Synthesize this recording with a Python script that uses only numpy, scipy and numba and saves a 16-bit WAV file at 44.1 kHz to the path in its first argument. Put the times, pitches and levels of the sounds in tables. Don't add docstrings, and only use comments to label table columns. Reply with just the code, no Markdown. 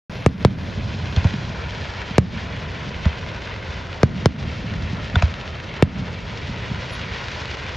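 import sys
import numpy as np
from scipy import signal
from scipy.fft import rfft, irfft, next_fast_len
from scipy.io import wavfile
from scipy.ndimage import uniform_filter1d, minimum_filter1d, map_coordinates
from numba import njit

SR = 44100
rng = np.random.default_rng(int(sys.argv[2]) if len(sys.argv) > 2 else 0)


def dump(signal):
    limited = np.clip(np.atleast_2d(signal).T, -1, 1)
    pcm = np.round(limited * 32767).astype(np.int16)
    wavfile.write(sys.argv[1], SR, pcm)


N = 342216
TIME = np.arange(N) / SR
SIZE = 2 * next_fast_len(N // 2 + SR // 4)
HZ = np.arange(SIZE // 2 + 1) * SR / SIZE + 1e-6

# [t/s, level before shaping/dB, treble tilt/(dB per octave), air cut-off f/Hz,
#   shock-front split/ms, ground bounce delay/ms, bounce level/dB, hollow band f/Hz, hollow depth 0-1,
#   body gain/dB, sub-bass gain/dB, relative rumble level/dB, star hiss level/dB, flare-up time/s,
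#   star treble gain/dB]
SHELL_BURSTS = [(0.2622, 14.5, -2, 11100, 0.12, 1.8, -4, 1500, 0.75, -1, 3, 1, -45, 0.95, 7.5),
                (0.449, 14, -2.1, 11000, 0.22, 0.92, -9, 2750, .4, -2, 13, 0.5, -38, 1.37, -1),
                (2.1815, 13, -0.6, 9100, 0.14, 1.8, -5, 1490, 0.65, 1.5, 10.5, -1.5, -40, 1.03, -5),
                (4.032, 12.5, -2, 7000, 0.17, 1.38, -7.5, 860, 0.43, -.5, 4, 0.5, -43, 0.17, 1.5),
                (4.2582, 14.5, -0.5, 7640, 0.2, 0.97, -9.5, 2600, 0.5, -2.5, 9, -1.5, -41, 0.97, -2.5),
                (5.8244, 12.5, -0.9, 8500, 0.086, 2.2, -4.5, 1460, .6, 4.5, 16, 0.5, -34.5, 1.43, 1.5)]
# [t/s, thump peak level/dB, thump lag/s, thump pitch ratio, knock gain/dB,
#   crack level over 10 ms/dB, crack swell/s, crack decay/s, crack tilt/(dB per octave), low ring f/Hz,
#   high ring f/Hz, relative ring level/dB, relative low-resonance level/dB, bounce delay/ms]
MORTAR_LAUNCHES = [(1.164, -7, .003, 1.03, -9, -29.5, .0008, .0028, 0.5, 3270, 4330, 7, -11, 2.3),
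                   (1.2444, -3.5, 0.0018, 1.12, 4.5, -29.5, .0015, .005, -.5, 950, 2350, 4, -6, 2.0),
                   (3.056, -4, .0001, 0.92, 9, -27.5, .004, 0.0054, -2.5, 640, 3450, 1, -8, 4.5),
                   (5.1574, -7, .002, 1.03, -2.5, -17, .0024, .003, -.9, 1464, 3530, 15.5, 7, 4.1),
                   (5.2236, -5.5, .0039, .93, -1.5, -18.5, .001, .003, -.3, 610, 2480, 5, 2, 3.1)]
# [delay after burst/s, peak level relative to the rumble column/dB]
BUILDING_SLAPS = [(.19, -22.5), (.68, -24)]
# [t/s, peak level/dB]
FAR_SLAPS = [(1.336, -13.5), (2.105, -20), (2.868, -23), (3.062, -19), (4.64, -19.5), (4.927, -15),
             (5.139, -14), (6.49, -18.5), (6.709, -16.5)]
# [t/s, peak level/dB]
STAR_POPS = [(3.9297, -20.5), (5.3405, -18), (5.4122, -22), (5.4779, -20), (5.601, -24), (6.145, -24),
             (6.997, -23), (7.015, -19), (7.2838, -16), (7.4559, -16), (7.5143, -21)]
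# [t/s, level/dB]
HIGH_HISS_LEVEL = [(.1, -65), (.65, -70), (.85, -84), (1.04, -84), (1.11, -68), (1.2, -84), (1.45, -80),
                   (1.65, -105)]
# [t/s, ground bounce delay/ms, near bounce delay/ms, near bounce level/dB]
HISS_DETOURS = [(0, 1.92, 1.2, -24), (1.2, 1.98, 1.21, -16), (1.8, 2.22, 1.25, -17), (2.4, 2.13, 1.22, -28),
                (3.1, 1.92, 1.1, -30), (3.9, 2.02, 1.4, -28.5), (4.7, 2.26, 1.5, -21.5),
                (5.5, 2.24, 1.6, -20), (5.9, 2.26, 1.44, -19), (6.6, 2.05, 1.42, -28),
                (7.2, 2.13, 1.4, -26), (7.7, 2.02, 1.4, -26)]
# [f/Hz, width/Hz, relative level/dB]
CRACK_MODES = [(730, 110, -5), (980, 110, -0.5)]

# [f/Hz, level/dB]
TOWN_SPECTRUM = [(20, -22), (35, -8.5), (55, 2.5), (85, 5.5), (125, -0.5), (200, -7), (300, -13),
                 (400, -11.5), (620, -11), (850, -19.5), (1200, -21), (3000, -39), (8000, -79)]
# [f/Hz, level/dB]
RUMBLE_SPECTRUM = [(25, -21.5), (55, -6), (85, 1.5), (130, 0), (190, -2.5), (300, -18), (600, -28),
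                   (1500, -45.5), (5000, -72)]
# [f/Hz, level/dB]
SLAP_SPECTRUM = [(40, -26), (100, -5.5), (190, 0.5), (260, -8), (400, -26), (1500, -38), (5000, -80.5)]
# [f/Hz, level/dB]
HISS_SPECTRUM = [(260, -18.5), (400, 1), (620, -2), (780, -3.5), (990, 3), (1150, -3), (1500, 1.5),
                 (1880, 1.5), (2100, 2), (3400, -3), (4300, -8), (5500, -13), (6800, -21), (7800, -32),
                 (8700, -58), (14000, -86.5)]
# [f/Hz, level/dB]
BURST_SPECTRUM = [(25, -9.5), (50, -24), (80, 2), (145, 2.5), (270, -8), (450, -5), (750, -13.5),
                  (1200, -20), (2000, -20.5), (4200, -31), (6500, -35), (9000, -46), (11500, -50.5),
                  (14000, -80)]
# [f/Hz, level/dB]
SCATTER_SPECTRUM = [(300, -23.5), (700, -4.5), (1500, 3.5), (2000, -4.5), (2800, -3), (4400, -8.5),
                    (6500, -13.5), (9000, -21), (11500, -35), (14000, -62)]
# [f/Hz, level/dB]
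CRACK_SPECTRUM = [(150, -31), (350, -14.5), (700, 0), (1500, -3), (3500, -5), (7100, -15.5), (9000, -54),
                  (14000, -62)]
# [f/Hz, level/dB]
THUMP_SPECTRUM = [(25, -22.5), (50, -5.5), (85, 6.5), (130, -7), (200, -12.5), (320, -33), (1000, -54.5),
                  (4000, -98.5)]
# [f/Hz, side minus mid level/dB]
DIFFUSE_WIDTH = [(60, -22), (110, -22.5), (200, -12.5), (360, -10), (650, -8.5), (1200, -3), (1850, -10.5),
                 (2200, -43), (3000, -59.5), (7000, -26)]
# [f/Hz, left against their mean level/dB]
PORT_BALANCE = [(60, -.4), (110, -0.4), (200, -0.4), (400, -0.3), (700, 1), (1200, 1.5), (2200, -0.42),
                (3800, 0)]
# [f/Hz, Q]
PHONE_CROSSOVERS = [(110, 0.68), (240, 0.76), (580, 0.58)]

CEILING_DB, TOP_HZ = -0.6, 13000
STAR_FADE_DB_PER_S = 5
EMBERS_DB, EMBERS_TREBLE_DB = -40.5, 1.4
COMET_DB, COMET_FADE_S = -36, 0.073


def undb(db):
    return 10 ** (np.asarray(db) / 20)


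def shape(points):
    hz, db = np.transpose(points)
    return undb(np.interp(np.log(HZ), np.log(hz), db))


def causal(gain):
    cepstrum = irfft(np.log(gain), SIZE)
    cepstrum[1:SIZE // 2] *= 2
    cepstrum[SIZE // 2 + 1:] = 0
    return np.exp(rfft(cepstrum))


def filtered(x, response):
    return irfft(rfft(x, SIZE) * response, SIZE)[..., :N]


def mode(hz, width_hz):
    return 1 / (1 + 1j * hz / width_hz * (HZ / hz - hz / HZ))


def delayed(delay_ms):
    return np.exp(-2j * np.pi * HZ * delay_ms / 1000)


def add(out, x, s):
    start = int(s * SR)
    out[..., start:] += x[..., :N - start]


def peak(x, db):
    return x * undb(db) / np.abs(x).max()


def walk(rate):
    hold = int(SR / rate)
    steps = np.repeat(rng.standard_normal(N // hold + 1), hold)
    smooth = uniform_filter1d(uniform_filter1d(steps, hold), hold)
    return 1.7 * smooth[:N]


def diffuse(colour):
    mid = filtered(rng.standard_normal(N), shape(colour))
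    side = filtered(rng.standard_normal(N), shape(colour) * shape(DIFFUSE_WIDTH))
    return np.array([mid + side, mid - side]) / mid.std()


def town(level_db=-32.5, swell_db=0.25):
    return diffuse(TOWN_SPECTRUM) * undb(level_db + swell_db * walk(4))


def echoes(rumble_db=-31.5, hold_s=1.0, fade_db_per_s=17, sag_db_per_s=2, uneven_db=1.13,
           near_db=-17.5, near_s=0.088, earlier_db=-31, earlier_s=0.45):
    rise = 1 - np.exp(-TIME / 0.0081)
    roll_db = -sag_db_per_s * TIME - fade_db_per_s * np.maximum(TIME - hold_s, 0)
    roll = rise * undb(roll_db)
    slap = irfft(causal(shape(SLAP_SPECTRUM)), SIZE)
    power, near, slaps = np.zeros((3, N))
    add(power, (undb(earlier_db - rumble_db) * np.exp(-TIME / earlier_s)) ** 2, 0)
    for burst in SHELL_BURSTS:
        s, relative_db = burst[0], burst[11]
        add(power, (undb(relative_db) * roll) ** 2, s)
        add(near, undb(near_db) * rise * np.exp(-TIME / near_s), s)
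        for delay_s, slap_db in BUILDING_SLAPS:
            add(slaps, peak(slap, relative_db + slap_db), s + delay_s)
    for s, db in FAR_SLAPS:
        add(slaps, peak(slap, db), s)
    rumble = diffuse(RUMBLE_SPECTRUM) * np.sqrt(power) * undb(rumble_db + uneven_db * walk(25))
    return rumble + near * diffuse(SLAP_SPECTRUM) + slaps


def burning():
    power = np.full(N, undb(EMBERS_DB) ** 2)
    treble = power * undb(EMBERS_TREBLE_DB) ** 2
    for s, *_, hiss_db, flare_s, treble_db in SHELL_BURSTS:
        fade_db = STAR_FADE_DB_PER_S * np.maximum(TIME - flare_s, 0)
        glow = np.minimum(TIME / flare_s, 1) * undb(hiss_db - fade_db)
        add(power, glow ** 2, s)
        add(treble, (glow * undb(treble_db)) ** 2, s)
    fizz = undb(COMET_DB) * np.exp(-TIME / COMET_FADE_S)
    for s, *_ in MORTAR_LAUNCHES:
        add(power, fizz ** 2, s)
        add(treble, fizz ** 2, s)
    return np.sqrt(power), np.sqrt(treble / power)


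def combed(x, ground_db=-17):
    s, *columns = np.transpose(HISS_DETOURS)
    ground_ms, near_ms, near_db = (np.interp(TIME, s, column) for column in columns)

    def late(ms):
        return np.array([map_coordinates(port, [(TIME - ms / 1000) * SR], order=1) for port in x])

    return x + undb(ground_db) * late(ground_ms) + undb(near_db) * late(near_ms)


def stars(flutter_db=0.45, flicker_db=1.23, sputter_db=-6, sputter_rate=380, spread_db=4):
    level, bright = burning()
    signs = rng.choice([-1, 1], N)
    sizes = signs * undb(spread_db * np.minimum(rng.exponential(size=N), 4))
    impulses = (rng.random(N) < sputter_rate / SR) * sizes
    sputter = filtered(impulses, shape(HISS_SPECTRUM))
    hiss = diffuse(HISS_SPECTRUM) + undb(sputter_db) * sputter / sputter.std()
    low = filtered(hiss, 1 / (1 + (HZ / 1800) ** 8))
    treble = filtered(hiss, 1 / (1 + (3600 / HZ) ** 6))
    bands = low, hiss - low - treble, treble * bright
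    hiss = sum(band * undb(flicker_db * walk(70)) for band in bands)
    return combed(hiss) * level * undb(flutter_db * walk(20))


def high_hiss(hz=11150, width_hz=1100, right_db=-6):
    noise = filtered(rng.standard_normal((2, N)), 1 / (1 + (2 * (HZ - hz) / width_hz) ** 4))
    balance = undb([[0], [right_db]])
    return noise / noise.std() * balance * undb(np.interp(TIME, *np.transpose(HIGH_HISS_LEVEL)))


def bursts(lag_ms=0.14, scatter_db=-11.0, scatter_s=0.0047, split_db=-5, dip_width_hz=220,
           body_hz=280, body_width_hz=170, sub_hz=42, sub_width_hz=14):
    out = np.zeros((2, N))
    blast = causal(shape(BURST_SPECTRUM))
    blast = -blast / np.abs(irfft(blast, SIZE)).max()
    scatter, short = causal(shape(SCATTER_SPECTRUM)), TIME[:SR // 20]
    octaves = np.log2(1 + HZ / 700)
    late = delayed(lag_ms / (1 + (HZ / 1700) ** 6))
    body, sub = mode(body_hz, body_width_hz), mode(sub_hz, sub_width_hz)
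    for (s, db, tilt_db, air_hz, split_ms, bounce_ms, bounce_db, dip_hz, dip_depth,
         body_db, sub_db, *_) in SHELL_BURSTS:
        bounce = 1 + undb(bounce_db) * delayed(bounce_ms) / (1 + (1200 / HZ) ** 4)
        split = 1 + undb(split_db) * delayed(split_ms) / (1 + (1800 / HZ) ** 4)
        hollow = 1 - dip_depth * mode(dip_hz, dip_width_hz)
        fuller = 1 + (undb(body_db) - 1) * body
        deeper = 1 + (undb(sub_db) - 1) * np.abs(sub) ** 2
        mid, side = rng.standard_normal((2, len(short))) * np.exp(-short / scatter_s)
        fray = rfft(np.array([mid + .1 * side, mid - .1 * side]) / np.linalg.norm(mid), SIZE)
        fray = fray * scatter * undb(scatter_db) / np.abs(scatter).mean()
        air = undb(db + tilt_db * octaves) / (1 + (HZ / air_hz) ** 6)
        bang = np.array([blast, blast * late]) * bounce * split + fray
        add(out, irfft(bang * hollow * fuller * deeper * air, SIZE), s)
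    return out


def launches(ring_width_hz=230, snap_db=-5, knock_hz=180, knock_width_hz=70, bounce_db=-6,
             bounce_hz=1200, tail_db=-34.0, tail_s=0.016, tail_hz=600):
    out, flow = np.zeros((2, N))
    lead_s, span_s = .01, .01
    t = TIME[:SR // 10] - lead_s
    air = causal(shape(CRACK_SPECTRUM))
    knocks = sum(undb(db) * mode(hz, width) for hz, width, db in CRACK_MODES)
    rush = filtered(rng.standard_normal(N), mode(tail_hz, tail_hz) ** 2)
    snap, octaves = delayed(1000 * lead_s), np.log2(1 + HZ / 310)
    thump_knock = mode(knock_hz, knock_width_hz)
    dull = undb(bounce_db) / (1 + (HZ / bounce_hz) ** 4)
    for (s, thump_db, lag_s, pitch, knock_db, crack_db, swell_s, decay_s, tilt_db,
         low_hz, high_hz, ring_db, knocks_db, bounce_ms) in MORTAR_LAUNCHES:
        thump = causal(shape([(hz * pitch, db) for hz, db in THUMP_SPECTRUM]))
        thump = thump * (1 + (undb(knock_db) - 1) * thump_knock)
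        gas = rng.standard_normal(len(t)) * np.exp(np.minimum(t / swell_s, -t / decay_s))
        rings = sum(np.abs(mode(hz, ring_width_hz)) ** 2 for hz in (low_hz, high_hz))
        ring = undb(ring_db) * rings + undb(knocks_db) * knocks
        crack = rfft(gas / np.linalg.norm(gas), SIZE) + snap * (undb(snap_db) + 2 * ring)
        bounce = 1 + dull * delayed(bounce_ms)
        crack = irfft(crack * bounce * air * undb(tilt_db * octaves), SIZE)
        crack = crack * undb(crack_db) * np.sqrt(span_s * SR) / np.linalg.norm(crack)
        add(out, crack, s - lead_s)
        add(out, peak(irfft(thump, SIZE), thump_db), s + lag_s)
        add(flow, 2 * (1 - np.exp(-TIME / 0.0045)) * np.exp(-TIME / tail_s), s)
    return out + undb(tail_db) * flow * rush / rush.std()


def pops(decay_s=0.00059):
    out = np.zeros(N)
    burst = rng.standard_normal(N) * np.exp(-TIME / decay_s)
    snap = filtered(burst, causal(shape(HISS_SPECTRUM)))
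    for s, db in STAR_POPS:
        add(out, peak(snap, db), s)
    return out


def squeak(s=6.935, hz=10600, level_db=-47, length_s=0.013):
    phase = 2 * np.pi * np.cumsum(hz + 30 * walk(100)) / SR
    return undb(level_db) * np.exp(-np.abs(TIME - s) / length_s) * np.sin(phase)


def scene():
    return town() + echoes() + stars() + high_hiss() + bursts() + launches() + pops() + squeak()


@njit
def limiter_cut(over_db, hold, release):
    out, cut, wait = np.empty(len(over_db)), 0., 0.
    for i in range(len(over_db)):
        wait -= 1
        if over_db[i] > cut:
            cut, wait = over_db[i], hold
        elif wait < 0:
            cut -= cut / release
        out[i] = cut
    return out


def record(dry, hold_s=0.11, release_s=0.018, start_s=.096):
    smear = 1
    for hz, q in PHONE_CROSSOVERS:
        pole = 1 - (HZ / hz) ** 2 + 1j * HZ / hz / q
        smear = smear * np.conj(pole) / pole
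    left = shape(PORT_BALANCE)
    x = filtered(dry, smear * np.array([left, 1 / left]))
    over_db = 20 * np.log10(np.abs(x).max(axis=0) + 1e-9) - CEILING_DB
    cut_db = limiter_cut(over_db, float(hold_s * SR), float(release_s * SR))
    x = x * undb(uniform_filter1d(minimum_filter1d(-cut_db, size=260), size=260))
    x = x * np.clip((TIME - start_s) / 0.00079, 0, 1)
    return signal.sosfilt(signal.ellip(8, .2, 70, TOP_HZ, fs=SR, output="sos"), x)


dry = scene()
out = record(dry)
dump(out)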